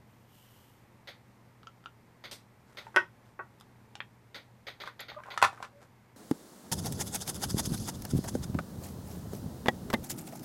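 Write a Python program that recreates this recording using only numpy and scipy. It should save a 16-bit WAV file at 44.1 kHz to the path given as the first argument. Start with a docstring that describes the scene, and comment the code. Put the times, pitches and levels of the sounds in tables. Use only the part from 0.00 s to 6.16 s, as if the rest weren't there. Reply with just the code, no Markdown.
"""Table in a small room: iron filings hiss from a beaker through a plastic funnel into a test tube (random grains).
The beaker ticks on the funnel and is set down in quick hops; sleeves brush (sparser grains). The tube scrapes,
knocks and rattles in a plastic rack (damped modes and noise cracks), glass clinks on glass and squeaks.
A far switch clicks as echoing noise, over room air and a wavering mains hum."""
import sys
import numpy as np
from scipy import signal
from scipy.fft import rfft, irfft
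from scipy.io import wavfile

SR = 44100
rng = np.random.default_rng(int(sys.argv[2]) if len(sys.argv) > 2 else 0)


def wrap_up_sound(samples):
    """Save the sound to the file named by the first command line argument, as 16-bit audio."""
    columns = np.atleast_2d(samples).T
    # keep every value between -1 and 1, then stretch to whole-number steps
    tamed = np.clip(columns, -1, 1)
    steps = np.round(tamed * 32767).astype(np.int16)
    wavfile.write(sys.argv[1], SR, steps)


N = 271700
TIME = np.arange(N) / SR
AGE = np.arange(SR // 2) / SR  # life of one blow, s

# damped thud modes of the rack: freq_hz, level_db, t60_s
RACK_THUD = [(85, -19, .06), (480, -32, .015), (820, -13, .02), (1040, -2, .022), (1420, -7, .019),
             (1900, -15, .012), (2500, -20, .01), (3400, -21, .008), (5400, -19, .006)]


def amp(db):
    """Decibels to gain."""
    return 10 ** (np.asarray(db) / 20)


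def unit(x):
    """Scale to rms 1."""
    return x / np.sqrt(np.mean(x ** 2))


def colour(x, points):
    """Filter by (freq_hz, gain_db) points, joined over log frequency; rms 1."""
    hz, db = np.transpose(points)
    bins_hz = np.maximum(np.fft.rfftfreq(len(x), 1 / SR), 1)
    gain = amp(np.interp(np.log(bins_hz), np.log(hz), db))
    return unit(irfft(rfft(x) * gain, len(x)))


def walk(rate_hz):
    """Random wander: straight lines between normal knots, rate_hz knots a second."""
    knots = rng.standard_normal(256)
    return np.interp(TIME * rate_hz, np.arange(len(knots)), knots)


def background(air_db=-61.0, waver_db=0.5):
    """Room air as coloured noise; mains hum and a faint high whine as sines wavering in level and phase."""
    # room air spectrum: freq_hz, density_db
    air_colour = [(25, -20.5), (50, -16.5), (110, -4.5), (150, -10), (210, -8.5), (300, -14.5), (450, -16),
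                  (700, -19), (900, -16.5), (1400, -24), (2100, -24), (2900, -32.5), (6000, -37.5),
                  (14000, -42)]
    # steady tones: freq_hz, rms_db
    tones = [(100, -84), (120, -64.5), (212, -76), (240, -81.5), (12050, -88.5)]
    out = colour(rng.standard_normal(N), air_colour) * amp(air_db + .5 * walk(5.3))
    for hz, db in tones:
        level = np.sqrt(2) * amp(db + waver_db * walk(2.9))
        out += level * np.sin(2 * np.pi * hz * TIME + 0.18 * walk(1.1))
    return out


def grains(rate_hz, spread_db):
    """Tiny impacts of unequal size at random times, rate_hz a second on average."""
    hits = rng.random(N) < rate_hz / SR
    return hits * rng.standard_normal(N) * amp(spread_db * rng.standard_normal(N))


def strokes(rows, attack_s, release_s, sag_db_per_s=0):
    """Gain of (start_s, length_s, level_db) moves: each rises, holds or sags, and dies away."""
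    gain = np.zeros(N)
    for start_s, length_s, db in rows:
        age = np.clip(TIME - start_s, 0, length_s)
        rise = np.minimum(age / attack_s, 1)
        fall = np.minimum((length_s - age) / release_s, 1)
        gain += amp(db + sag_db_per_s * age) * rise * fall
    return gain


def filings():
    """Dense grain impacts, a thin trickle and the main stream, coloured as a hiss."""
    # hiss spectrum: freq_hz, density_db
    hiss_colour = [(900, -17), (1500, -5), (2300, -12), (2950, 5), (3700, -6), (6000, -7), (9000, -7),
                   (11300, -9), (13000, -1), (14500, -5.5)]
    # trickle and main stream: start_s, length_s, level_db
    pours = [(.04, 0.99, -73.5), (.28, 0.58, -65)]
    hiss = colour(grains(rate_hz=8500, spread_db=0.0), hiss_colour)
    return hiss * strokes(pours, attack_s=0.074, release_s=0.23, sag_db_per_s=-8.5)


def fade(t60_s):
    """Exponential decay by 60 dB in t60_s."""
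    return np.exp(-np.log(1000) * AGE / t60_s)


def add(out, start_s, sound):
    """Mix a sound in at a time."""
    start = int(start_s * SR)
    out[start:start + len(sound)] += sound[:N - start]


def switch(t60_s=0.2, echo_s=0.017, echo_width_s=0.0041, echo_db=0, rise_s=0.00039):
    """A far click, mostly reverberation: decaying noise with a strong wall echo; moving arms alter the paths."""
    # clicks: start_s, level_db, snap_db
    clicks = [(1.0732, -44.5, -19), (2.2391, -44.5, -19), (2.3121, -54.5, 9.5), (2.7707, -43, -18),
              (4.3448, -43, -18), (4.668, -41.5, -21), (4.8010, -43, -23), (4.856, -48, -28),
              (4.9931, -42, -27), (5.0835, -44, -41), (5.3034, -43, -41)]
    # body spectrum: freq_hz, density_db
    body_colour = [(150, -20.5), (500, -2.5), (1100, -10.5), (1450, -0.5), (1650, -7.5), (1900, 1.5),
                   (2300, -2.5), (2750, -11.5), (3550, -2), (4700, -9), (5800, -28.5), (6500, -16.5),
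                   (7400, -55.5), (13500, -27)]
    # snap spectrum: freq_hz, density_db
    snap_colour = [(500, -1), (1800, -13.5), (2400, -5.5), (3600, -1.5), (5300, -1), (7200, -8),
                   (8350, -2.5), (9000, -6), (10000, -8), (10700, -23), (11600, -10), (12300, -3.5),
                   (13200, -24)]
    out = np.zeros(N)
    paths = rng.standard_normal(len(AGE))
    echo = amp(echo_db) * np.exp(-((AGE - echo_s) / echo_width_s) ** 2)
    echo += .5 * np.clip((AGE - echo_s) / 0.002, 0, 1)  # denser tail after the echo
    shape = fade(t60_s) * (1 + echo) * np.minimum(AGE / rise_s, 1)
    for start_s, db, snap_db in clicks:
        now = paths + rng.standard_normal(len(AGE))  # shared paths plus fresh ones
        click = colour(now, body_colour) + amp(snap_db) * colour(now, snap_colour)
        add(out, start_s, amp(db) * shape * click)
    return out


def soften(x, hz, order=2):
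    """Low-pass: a longer contact takes the treble out of a blow."""
    return signal.sosfilt(signal.butter(order, min(hz, SR / 2.2), fs=SR, output="sos"), x)


def radiate(x, hz, order=1):
    """High-pass: small objects radiate little bass."""
    return signal.sosfilt(signal.butter(order, hz, "highpass", fs=SR, output="sos"), x)


def ring(modes, scatter):
    """Sum of decaying sine modes; scatter is the random phase range in cycles."""
    out = np.zeros(len(AGE))
    for hz, db, t60_s in modes:
        out += amp(db) * fade(t60_s) * np.sin(2 * np.pi * (hz * AGE + scatter * rng.random()))
    return out


def room(x, wet_db, t60_s, bright_hz):
    """Direct sound plus the short, dense noise tail of a small furnished room."""
    onset = np.clip((AGE - .002) / 0.0035, 0, 1)
    tail = soften(rng.standard_normal(len(AGE)), bright_hz) * fade(t60_s) * onset
    tail /= np.sqrt(np.sum(tail ** 2))
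    return x + amp(wet_db) * signal.fftconvolve(x, tail)[:N]


def ticks(upper_t60_s=0.0055, crack_t60_s=0.018):
    """Hand-damped taps on the funnel: two short resonances and a noise crack."""
    # taps: start_s, level_db, ring_hz, ring_t60_s, upper_hz, upper_db, crack_db, contact_hz
    taps = [(1.632, -41.5, 1280, 0.01, 2930, -7, -10, 5000), (1.6709, -38, 1342, 0.04, 3030, 3, -4, 5500),
            (1.8402, -47, 1390, .015, 3000, -6, -11, 5000),
            (1.8589, -32, 1360, 0.025, 2900, 0.5, -12.5, 5950),
            (2.8676, -35, 894, 0.052, 1410, -6, 0, 1980), (3.5999, -52.5, 3540, 0.0077, 5160, 4, 0, 12800),
            (3.61, -41.5, 1190, 0.01, 3580, -1, -8, 11560), (3.9541, -37.5, 833, 0.021, 2840, 3, 1.5, 6950),
            (4.004, -21.5, 1820, 0.0056, 2400, -6.5, -15.5, 2900),
            (4.005, -28.5, 3260, 0.0091, 1480, -18.5, -4, 3600)]
    out = np.zeros(N)
    for start_s, db, hz, t60_s, upper_hz, upper_db, crack_db, contact_hz in taps:
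        body = ring([(hz, 0, t60_s), (upper_hz, upper_db, upper_t60_s)], 0)
        crack = amp(crack_db) * rng.standard_normal(len(AGE)) * fade(crack_t60_s)
        add(out, start_s, amp(db) * soften(body + crack, contact_hz, order=4))
    return room(radiate(out, hz=754), wet_db=-11.5, t60_s=0.11, bright_hz=6990)


def brush():
    """Sleeve and fingers brushing: uneven grains, one stroke for each move of the arm."""
    # brushing spectrum: freq_hz, density_db
    cloth_colour = [(200, -10), (500, 1.5), (900, -5), (1500, -2.5), (2400, -15.5), (5000, -18),
                    (8000, -19.5), (14000, -28.5)]
    # arm moves: start_s, length_s, level_db
    moves = [(2.66, 0.39, -65), (3.24, 0.11, -65.5), (4.81, 0.11, -59), (5.24, 0.455, -60.5),
             (5.8, 0.073, -57)]
    rustle = colour(grains(rate_hz=3300, spread_db=4.5), cloth_colour)
    return rustle * strokes(moves, attack_s=0.024, release_s=.05)


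def blow(thud, modes, contact_hz, ring_db, crack_db, crack_t60_s, tick_db, tick_t60_s, order=2):
    """Crack, damped thud and thin ring, dulled by the contact, under the bright noise tick of hard glass."""
    crack = amp(crack_db) * rng.standard_normal(len(AGE)) * fade(crack_t60_s)
    body = ring(thud, 0) + crack + amp(ring_db) * ring(modes, 0.88)
    hardness = min(contact_hz / 3000, 1) ** 2  # softer contacts tick less
    tick = amp(tick_db) * hardness * rng.standard_normal(len(AGE)) * fade(tick_t60_s)
    return soften(body, contact_hz, order) + soften(tick, hz=8500)


def beaker(count=4):
    """The base lands on its edge and chatters flat in ever shorter, weaker hops."""
    # landings: start_s, level_db, contact_hz, ring_db, first_hop_s, hop_ratio, step_per_hop_db
    landings = [(2.944, -35.5, 1500, -18, 0.00243, 0.81, -1), (2.962, -9.5, 6000, -4, .0053, .62, -0.5),
                (3.3912, -25.5, 1290, 9, .0046, .57, -1.5)]
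    # broad thud modes: freq_hz, level_db, t60_s
    thud = [(400, -17, .035), (620, -28, .02), (1130, -13, .015), (1530, -2, .019), (1900, -5, .012),
            (2550, -11, .012), (3100, -17, .012), (5100, -18, .012), (7800, -22, .006), (10700, -4, .009)]
    # thin ring modes: freq_hz, level_db, t60_s
    modes = [(361, -29, .11), (404, -24, .1), (576, -30, .11), (694, -33, .11), (877, -31, .11),
             (958, -33, .11), (1082, -28, .11), (1136, -22, .1), (1314, -28, .12), (1420, -24, .1),
             (1516, -10, .1), (1760, -26, .11), (1927, -20, .08), (2202, -22, .06), (2471, -29, .07),
             (2627, -26, .06), (10640, -33, .12)]
    hop_contact_hz, hop_ring_step_db = 2880, -4  # hops: contact cut-off at most this, less ring each time
    out = np.zeros(N)
    for start_s, db, contact_hz, ring_db, first_hop_s, hop_ratio, step_db in landings:
        for k in range(count):
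            hit = blow(thud, modes, contact_hz, ring_db + k * hop_ring_step_db, crack_db=-16.5,
                       crack_t60_s=0.031, tick_db=-35, tick_t60_s=0.018, order=3)
            add(out, start_s, amp(db + k * step_db) * hit)
            start_s += first_hop_s * hop_ratio ** k
            contact_hz = min(contact_hz, hop_contact_hz)
    return room(radiate(out, hz=385, order=3), wet_db=-11, t60_s=0.17, bright_hz=8300)


def rack_blow(contact_hz, ring_db, pitch_ratio):
    """One contact of glass and rack; the spot that is struck sets the pitch of the thud."""
    # thin ring modes: freq_hz, level_db, t60_s
    modes = [(390, -27, .12), (506, -33, .1), (610, -31, .1), (784, -22, .09), (852, -23, .1),
             (975, -23, .1), (1076, -18, .09), (1220, -20, .09), (1332, -22, .1), (1448, -20, .08),
             (1510, -19, .09), (1790, -26, .1), (1911, -27, .09), (2546, -31, .08), (3085, -32, .06)]
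    thud = np.array(RACK_THUD) * [pitch_ratio, 1, 1]
    return blow(thud, modes, contact_hz, ring_db, crack_db=-7.5, crack_t60_s=0.044,
                tick_db=-15.5, tick_t60_s=0.018)


def rack(count=3, table_db=-11, table_hz=210):
    """The tube scrapes and knocks on its hole's rim and hits bottom; knocks rattle, the table top carries bass."""
    # tube knocks: start_s, level_db, contact_hz, ring_db, pitch_ratio, rattle_db
    knocks = [(4.8373, -32, 1900, -6, 1.17, -23), (4.875, -28.5, 2200, 0, 1.46, -19),
              (5.1177, -34, 1370, -8, 0.82, -33), (5.146, -38, 1700, -6, 1.15, -25),
              (5.236, -37, 2700, -17, 1.55, -17), (5.2852, -32.5, 1100, -1, 0.8, -16),
              (5.3406, -35, 2200, -16, 1.04, -18), (5.376, -19, 3700, -19, 1.24, -37),
              (5.4172, -19.5, 3300, -14, 1.4, -26), (5.4257, -3.2, 2940, -3.5, 1.02, -8.3),
              (5.5285, -35.5, 1600, -4, 0.89, -12), (5.5757, -41.5, 2000, 6.5, 1.25, -14),
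              (5.603, -32.5, 1400, -18, 0.73, -28), (5.6265, -25.5, 3540, -3, 0.99, -11)]
    # glass pushed along the rim: start_s, length_s, level_db
    scrapes = [(4.85, 0.052, -55.5), (5.175, 0.04, -49), (5.252, 0.15, -52), (5.635, 0.05, -53.5)]
    # the tube lifts off, then rattles back at a steady rate, a little higher and with less ring
    rebound_s, rattle_gap_s, rattle_step_db = .0126, 0.0051, -0.3
    rattle_pitch_ratio, rattle_ring_db = 1.22, -5
    slip = soften(ring(RACK_THUD, 0), hz=2300)
    slips = signal.fftconvolve(grains(rate_hz=220, spread_db=3), slip)[:N]
    out = unit(slips) * strokes(scrapes, attack_s=.01, release_s=.02)
    for start_s, db, contact_hz, ring_db, pitch_ratio, rattle_db in knocks:
        add(out, start_s, amp(db) * rack_blow(contact_hz, ring_db, pitch_ratio))
        for k in range(count):
            hit = rack_blow(contact_hz, ring_db + rattle_ring_db, pitch_ratio * rattle_pitch_ratio)
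            hit_s = start_s + rebound_s + k * rattle_gap_s
            add(out, hit_s, amp(db + rattle_db + k * rattle_step_db) * hit)
    table = radiate(soften(out, table_hz, order=3), hz=90, order=2)
    heard = radiate(out, hz=630, order=3) + amp(table_db) * table
    return room(heard, wet_db=-10.0, t60_s=0.16, bright_hz=12600)


def clink(start_s=5.0045, level_db=-43.5):
    """One glass tube grazes another: a tiny, high ring of decaying modes."""
    # glass modes: freq_hz, level_db, t60_s
    modes = [(7300, 0, .02), (10800, -13, .09), (11200, -4, .025), (12900, -1, 0.046)]
    out = np.zeros(N)
    add(out, start_s, amp(level_db) * ring(modes, 0))
    return out


def squeaks(rise_per_s=.6):
    """Glass sticks and slips in the rack's hole: short unsteady tones, rising as the glass speeds up."""
    # squeaks: start_s, length_s, slip_rate_hz, level_db, overtone_db
    slides = [(5.162, 0.024, 595, -39.5, -3), (5.72, 0.11, 555, -55.5, -33)]
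    out = np.zeros(N)
    for start_s, length_s, hz, db, overtone_db in slides:
        age = np.clip(TIME - start_s, 0, length_s)
        slip_hz = hz * (1 + rise_per_s * age + 0.01 * walk(36))
        phase = 2 * np.pi * np.cumsum(slip_hz) / SR
        swell = np.sin(np.pi * age / length_s)
        out += amp(db) * swell * (np.sin(phase) + amp(overtone_db) * np.sin(2 * phase))
    return room(out, wet_db=-17, t60_s=.2, bright_hz=5020)


def scene():
    """Sum of all sources, in one channel."""
    handling = filings() + ticks() + brush() + beaker()
    tube = rack() + clink() + squeaks()
    return (background() + switch() + handling + tube)[None]


def record(dry):
    """Steep elliptic low-pass: nearly nothing is left above the cut-off."""
    top_hz = 14500
    return signal.sosfilt(signal.ellip(10, .2, 70, top_hz, fs=SR, output="sos"), dry)


dry = scene()
out = record(dry)
wrap_up_sound(out)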